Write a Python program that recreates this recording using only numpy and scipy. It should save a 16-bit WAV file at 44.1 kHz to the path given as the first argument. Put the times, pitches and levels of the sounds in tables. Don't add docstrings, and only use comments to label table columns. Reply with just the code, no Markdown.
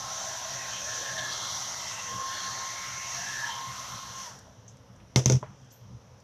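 import sys
import numpy as np
from scipy import signal
from scipy.fft import rfft, irfft, next_fast_len
from scipy.io import wavfile
from scipy.ndimage import uniform_filter1d

SR = 44100
rng = np.random.default_rng(int(sys.argv[2]) if len(sys.argv) > 2 else 0)


def to_wav(s):
    ch = np.atleast_2d(s).T
    pcm = np.round(np.clip(ch, -1, 1) * 32767)
    wavfile.write(sys.argv[1], SR, pcm.astype(np.int16))


def attenuation_scalar(level_db):
    decades = np.asarray(level_db, float) / 20
    return 10 ** decades


N = 274743
TIME = np.arange(N) / SR
FREQ = np.maximum(np.linspace(0, SR / 2, next_fast_len(N, True) // 2 + 1), 1)


def unit(x):
    return x / np.sqrt(np.mean(x ** 2))


def curves(table):
    s, *columns = np.transpose(table)
    return [np.interp(TIME, s, column) for column in columns]


def shape(colour):
    hz, db = np.transpose(colour)
    return attenuation_scalar(np.interp(np.log(FREQ), np.log(hz), db, left=-120, right=-120))


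def noise(gain):
    real = rng.standard_normal(len(FREQ))
    imaginary = rng.standard_normal(len(FREQ))
    return irfft(gain * (real + 1j * imaginary))[:N]


def ring(hz, width):
    return 1 / np.sqrt(1 + ((FREQ ** 2 - hz ** 2) / (FREQ * width)) ** 2)


def walk(rate):
    k = int(SR / rate)
    steps = np.repeat(rng.standard_normal(N // k + 1), k)
    return unit(uniform_filter1d(uniform_filter1d(steps, k), k)[:N])


def bands(colour, lo, hi):
    gain = shape(colour)
    count = int(3 * np.log2(hi / lo)) + 1
    for hz in lo * 2 ** (np.arange(count) / 3):
        thirds = np.clip(3 * np.log2(FREQ / hz), -1, 1)
        yield hz, gain * np.cos(np.pi / 2 * thirds)


def bell(s, spread):
    return np.exp(-.5 * ((TIME - s) / spread) ** 2)


def running(end_s):
    return np.clip((end_s - TIME) / 0.11, 0, 1)


def modes(t, table, stretch):
    return sum(attenuation_scalar(db - 60 * t / (t60 * stretch)) * np.sin(2 * np.pi * hz * t) for hz, db, t60 in table)


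def walls(x):
    level_db, t60_s = -8, 0.35
    t = TIME[:SR // 2]
    echo = rng.standard_normal(len(t)) * attenuation_scalar(-60 * t / t60_s) * (t > .002)
    return x + attenuation_scalar(level_db) * signal.fftconvolve(x, echo / np.sqrt(np.sum(echo ** 2)))[:N]


def room():
    # hz, density_db
    room_colour = [(250, -5), (320, -23.5), (510, -9), (720, -16), (900, -15), (1400, -20.5), (2400, -28.5),
                   (3200, -26), (4700, -32), (5900, -19.5), (6600, -28), (7700, -41), (10000, -43),
                   (14600, -43)]
    out = sum(noise(gain) * attenuation_scalar(1.2 * walk(6)) for hz, gain in bands(room_colour, 250, 15000))
    return unit(out) * attenuation_scalar(-59.5)


def hum():
    # hz, density_db
    hum_colour = [(15, -46), (25, -17.5), (91, -5.5), (118, 1.5), (135, 1), (150, -18.5), (184, -3),
                  (219, -14.5), (257, -15.5), (281, -33.5), (330, -18), (430, -63), (730, -120)]
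    # start_s, level_db
    nudges = [(.06, -59), (.51, -49), (.77, -56), (.84, -52), (1.12, -46), (1.2, -53), (1.54, -53),
              (1.79, -64), (2.15, -39), (2.47, -54), (2.54, -51), (2.93, -52), (3.21, -52), (3.37, -52),
              (3.7, -47), (3.94, -42.5), (4.08, -45), (4.5, -56), (4.93, -53), (5.03, -50), (5.502, -42.5),
              (5.642, -55), (5.85, -47.5), (5.938, -37)]
    # start_s, change_db
    leans = [
        (5.77, -8),
        (6.27, -10),
    ]
    level_db, wander_db, lean_s, nudge_s = -54.5, 0.4, 0.035, 0.026
    leaning_db = sum(db * bell(s, lean_s) for s, db in leans)
    steady = attenuation_scalar(level_db + wander_db * walk(6) + leaning_db)
    nudged = sum(attenuation_scalar(db - 7) * bell(s, nudge_s) for s, db in nudges)
    return unit(noise(shape(hum_colour))) * (steady + nudged)


def ticks():
    # start_s, peak_db, centre_hz, width_hz, t60_s
    clicks = [(4.3878, -40, 6000, 4960, 0.035), (4.6795, -39, 6250, 1500, 0.044),
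              (4.685, -47, 6260, 1800, .18), (4.769, -47, 6200, 4000, .02), (4.961, -50, 6200, 2970, .03),
              (5.0007, -54, 2180, 2500, 0.12), (5.335, -36, 6100, 1500, 0.18), (5.43, -41, 945, 1540, 0.34),
              (5.409, -28, 121, 60, 0.23), (5.6444, -54, 5960, 3000, .05),
              (5.7063, -49.5, 6000, 2970, 0.24), (5.722, -52, 12900, 2200, 0.27),
              (5.827, -51, 500, 150, .1), (6.201, -49, 6000, 3000, 0.027)]
    out = np.zeros(N)
    for s, db, hz, width, t60 in clicks:
        t = np.maximum(TIME - s, 0)
        envelope = attenuation_scalar(db - 6.5 - 60 * t / t60) * (1 - np.exp(-t / 0.0007))
        out += envelope * unit(noise(ring(hz, width) ** 3))
    return out


def knocks():
    # start_s, snap_db, table_db, housing_db, crack_db
    contacts = [
        (5.1597, -13, -4.5, -13.5, -6),
        (5.2586, -6.5, -6.5, -31, -17.5),
        (5.2986, -12.5, -15, -11.5, -16.5),
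        (5.3215, -17, -16.5, -20.5, -34),
    ]
    # pitch_hz, level_db, share_of_t60
    table_modes = [(128, 0, 1.57), (89.6, -15.5, 1.6), (160, -7, 0.34), (191, -4.5, 0.74), (250, -16, 0.61)]
    # pitch_hz, level_db, t60_s
    housing_modes = [(320, 6.5, 0.028), (409, 9, 0.062), (506, 3, 0.15), (640, -3.5, 0.096),
                     (780, 0, 0.023), (886, -6.5, 0.11), (1100, -19.5, .03), (1430, -10, 0.076)]
    crack_modes = [(2130, -6, 0.028), (2700, -14, 0.045), (3700, 5.5, 0.0079), (4250, 1, 0.013)]
    port_modes = [(6200, 7, 0.011), (5930, -7, 0.026), (6600, -21, 0.034)]
    # pitch_hz, level_db, t60_s
    tap_modes = [(442, -3, 0.081), (616, 2, 0.085), (884, 2.5, 0.038), (986, 3, 0.054), (1150, -16, 0.033),
                 (1500, -20, .03), (3300, -16, .015), (6100, -13, .015)]
    # hz, density_db
    tail_colour = [(180, -34), (300, -8.5), (408, -7.5), (675, -14.5), (769, -19.5), (919, -19),
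                   (1570, -28.5), (3480, -23), (4360, -29), (5840, -8.5), (7700, -23), (12100, -39),
                   (14500, -40)]
    landed_s, bounce_t60_s, landed_t60_s = 5.28, 0.088, 0.29
    still_s = 5.371
    tap_s, tap_db = 5.4282, -33

    out = np.zeros(N)
    rattle = unit(noise(shape(tail_colour))) * attenuation_scalar(1.6 * walk(250))
    dull = signal.sosfilt(signal.butter(3, 7500, fs=SR, output="sos"), rattle)
    for s, port_db, table_db, housing_db, crack_db in contacts:
        table_t60 = bounce_t60_s if s < landed_s else landed_t60_s
        i = int(s * SR) + 1
        t = TIME[i:] - s
        stilled = attenuation_scalar(-1100 * np.maximum(TIME[i:] - still_s, 0)) if s < still_s else 1
        push = 1 - np.exp(-(t / 0.00037) ** 2)
        swing = 1 - np.exp(-t / 0.012)
        out[i:] += attenuation_scalar(table_db) * modes(np.maximum(t - .0013, 0), table_modes, table_t60) * stilled * swing
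        out[i:] -= attenuation_scalar(housing_db - 15.5) * modes(np.maximum(t - .0007, 0), housing_modes, 1.0)
        snap = attenuation_scalar(port_db) * modes(t, port_modes, 0.62)
        crack = attenuation_scalar(crack_db - 5.0) * modes(t, crack_modes, 0.87)
        out[i:] += push * (snap + crack)
        fading = rattle[i:] * (attenuation_scalar(-23 - 60 * t / 0.0087) + attenuation_scalar(-27.5 - 60 * t / 0.2))
        fading += dull[i:] * attenuation_scalar(-29.5 - 60 * t / 0.19)
        out[i:] += (attenuation_scalar(port_db) + 2.46 * attenuation_scalar(crack_db)) * push * fading
    t = np.maximum(TIME - tap_s, 0)
    return out - attenuation_scalar(tap_db) * modes(t, tap_modes, 0.75) * (1 - np.exp(-(t / 0.0004) ** 2))


def whine():
    # start_s, blade_rate_hz
    fan = [(0, 1068), (1, 1066), (4.235, 1065), (4.28, 950), (4.32, 840), (4.45, 700)]
    # multiple, level_db
    harmonics = [(2, -63), (3, -66), (4, -70), (5, -67), (6, -65)]
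    # start_s, level_db
    turning = [(0, -51), (.4, -51.5), (.5, -53.5), (1.1, -49), (1.22, -55), (1.89, -55), (2.2, -41),
               (2.33, -44), (2.4, -54), (2.47, -45.5), (2.55, -52), (2.65, -42.5), (2.72, -48),
               (3.4, -54.5), (3.57, -46.5), (3.8, -49), (3.97, -51.5), (4.2, -49.5)]
    run_down = [(4.25, -54), (4.28, -45), (4.31, -62), (4.36, -72), (4.45, -78)]
    hz, = curves(fan)
    phase = 2 * np.pi * np.cumsum(hz * (1 + 0.0017 * walk(39.9))) / SR
    level_db, = curves(turning + run_down)
    blade = attenuation_scalar(level_db + 2.0 + 1.9 * walk(14)) * np.sin(phase)
    upper = sum(attenuation_scalar(db + 4 * walk(4)) * np.sin(k * phase) for k, db in harmonics)
    upper = upper * (hz / hz[0]) ** 8
    return np.sqrt(2) * (blade + upper) * running(4.45)


def gap():
    # start_s, centre_hz, level_db, spread_s
    gap_rings = [(2.43, 1755, -49.5, 0.19), (0.13, 780, -50, .22), (0.22, 640, -48, .093),
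                 (.52, 664, -50.5, 0.12), (.62, 1900, -47.5, .09), (.75, 2560, -52.5, 0.18),
                 (0.76, 3100, -44.5, 0.032), (.06, 1300, -50.5, 0.12), (0.88, 605, -51, 0.056),
                 (1.18, 640, -47, 0.053), (0.37, 990, -52, 0.16), (2.16, 500, -53.5, 0.12),
                 (1.39, 3340, -44, 0.12), (1.42, 4120, -47, 0.16), (1.74, 895, -45, 0.028),
                 (1.98, 2720, -49, 0.099), (1.98, 870, -48, .036), (1.87, 1990, -48.5, .15),
                 (2.21, 1110, -45.5, 0.088), (2.38, 3360, -46.5, 0.071), (2.47, 4280, -46, 0.15),
                 (3.82, 1260, -51.5, .12), (2.9, 1400, -49, 0.04), (2.9, 2150, -47.5, 0.18),
                 (3.19, 2660, -51, .15), (3.22, 703, -52, 0.071), (3.52, 934, -42.5, 0.082),
                 (3.52, 3130, -44, 0.04), (3.7, 1040, -48.5, 0.12), (4, 1050, -50.5, 0.13)]
    # start_s, centre_hz, level_db
    puffs = [
        (1.19, 3700, -39.5),
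        (1.33, 4870, -40),
    ]
    # start_s, level_db, spread_s
    whistles = [
        (.92, -43.5, 0.062),
        (1.1, -41.5, 0.066),
        (1.23, -41.5, 0.072),
        (3.28, -42, 0.085),
        (3.44, -36.5, 0.061),
    ]
    gap_q, puff_q, whistle_q = 8.5, 2.5, 10.4
    puff_s, whistle_hz = 0.0087, 1710
    rows = [(gap_q, *row) for row in gap_rings]
    rows += [(puff_q, *row, puff_s) for row in puffs]
    rows += [(whistle_q, s, whistle_hz, db, spread) for s, db, spread in whistles]
    jet = rfft(rng.standard_normal(2 * len(FREQ) - 2))
    out = 0
    for q, s, hz, db, spread in rows:
        tone = unit(irfft(jet * ring(hz, hz / q) ** 2)[:N])
        out = out + attenuation_scalar(db) * bell(s, spread) * tone
    return out


def air():
    # start_s, hiss_db, tilt_db (as the nozzle turns to the board)
    waving = [(0, -39.5, 1), (.3, -38.5, -5), (.8, -41, 4), (1.04, -38, 4.5), (1.24, -40, 5),
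              (1.35, -38.5, 5), (1.6, -38, -0.5), (1.8, -40, 2.5), (2.15, -40.5, 1), (2.42, -40, 0),
              (2.63, -41.5, 2), (3.06, -40.5, -7.5), (3.12, -38, -3), (3.46, -40, -3), (3.55, -44, -6),
              (4.05, -47.5, -3.5), (4.24, -45.5, -2)]
    # hz, density_db
    air_colour = [(250, -19), (430, -19), (640, -8.5), (1040, -6.5), (1500, -8.5), (2050, -10), (2420, -18),
                  (3100, -9.5), (4900, -11.5), (5900, 0.5), (6700, -7), (7900, -22), (10000, -26),
                  (14600, -27)]
    # centre_hz, share of hiss_db, share of tilt_db, coast_db (drop after switch-off)
    zones_hz = [6000, 620, 2500, 11000]
    beam_share = [0.92, 0.54, 0.46, 0.46]
    tilt_share = [0.064, 0.46, -0.35, -0.0013]
    coast_db = [-32.5, -14.5, -29, -32]
    off_s, coast_s = 4.217, 0.21
    hiss_db, tilt_db = curves(waving)
    mean_db = np.mean(np.transpose(waving)[1])
    coast = 1 - np.exp(-(np.maximum(TIME - off_s, 0) / coast_s) ** 1.63)
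    moves_db = np.outer(beam_share, hiss_db - mean_db) + np.outer(tilt_share, tilt_db)
    moves_db += np.outer(coast_db, coast)
    moves_db = moves_db[np.argsort(zones_hz)]
    log_zones = np.log(np.sort(zones_hz))
    out, gust = 0, walk(8.82)
    for hz, gain in bands(air_colour, 250, 15000):
        share = np.array([np.interp(np.log(hz), log_zones, row) for row in np.eye(4)])
        calm = min(1, (2500 / hz) ** .8)
        flicker_db = calm * (1.7 * walk(5.33) + 2.1 * walk(30.16))
        out = out + noise(gain) * attenuation_scalar(share @ moves_db + 0.74 * gust + flicker_db)
    return unit(out) * attenuation_scalar(mean_db + 0.81) * running(4.65)


def scene():
    return (room() + hum() + ticks() + knocks() + whine() + walls(gap() + air()))[None]


def top_cut(x):
    return signal.sosfilt(signal.butter(12, 14760, fs=SR, output="sos"), x)


def record(dry):
    ceiling = .62
    low = signal.butter(2, 40, "high", fs=SR, output="sos")
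    top = signal.ellip(10, .2, 70, 14150, fs=SR, output="sos")
    rounded = ceiling * np.tanh(dry / ceiling)
    return top_cut(signal.sosfilt(np.vstack([low, top]), rounded))


dry = scene()
out = record(dry)
to_wav(out)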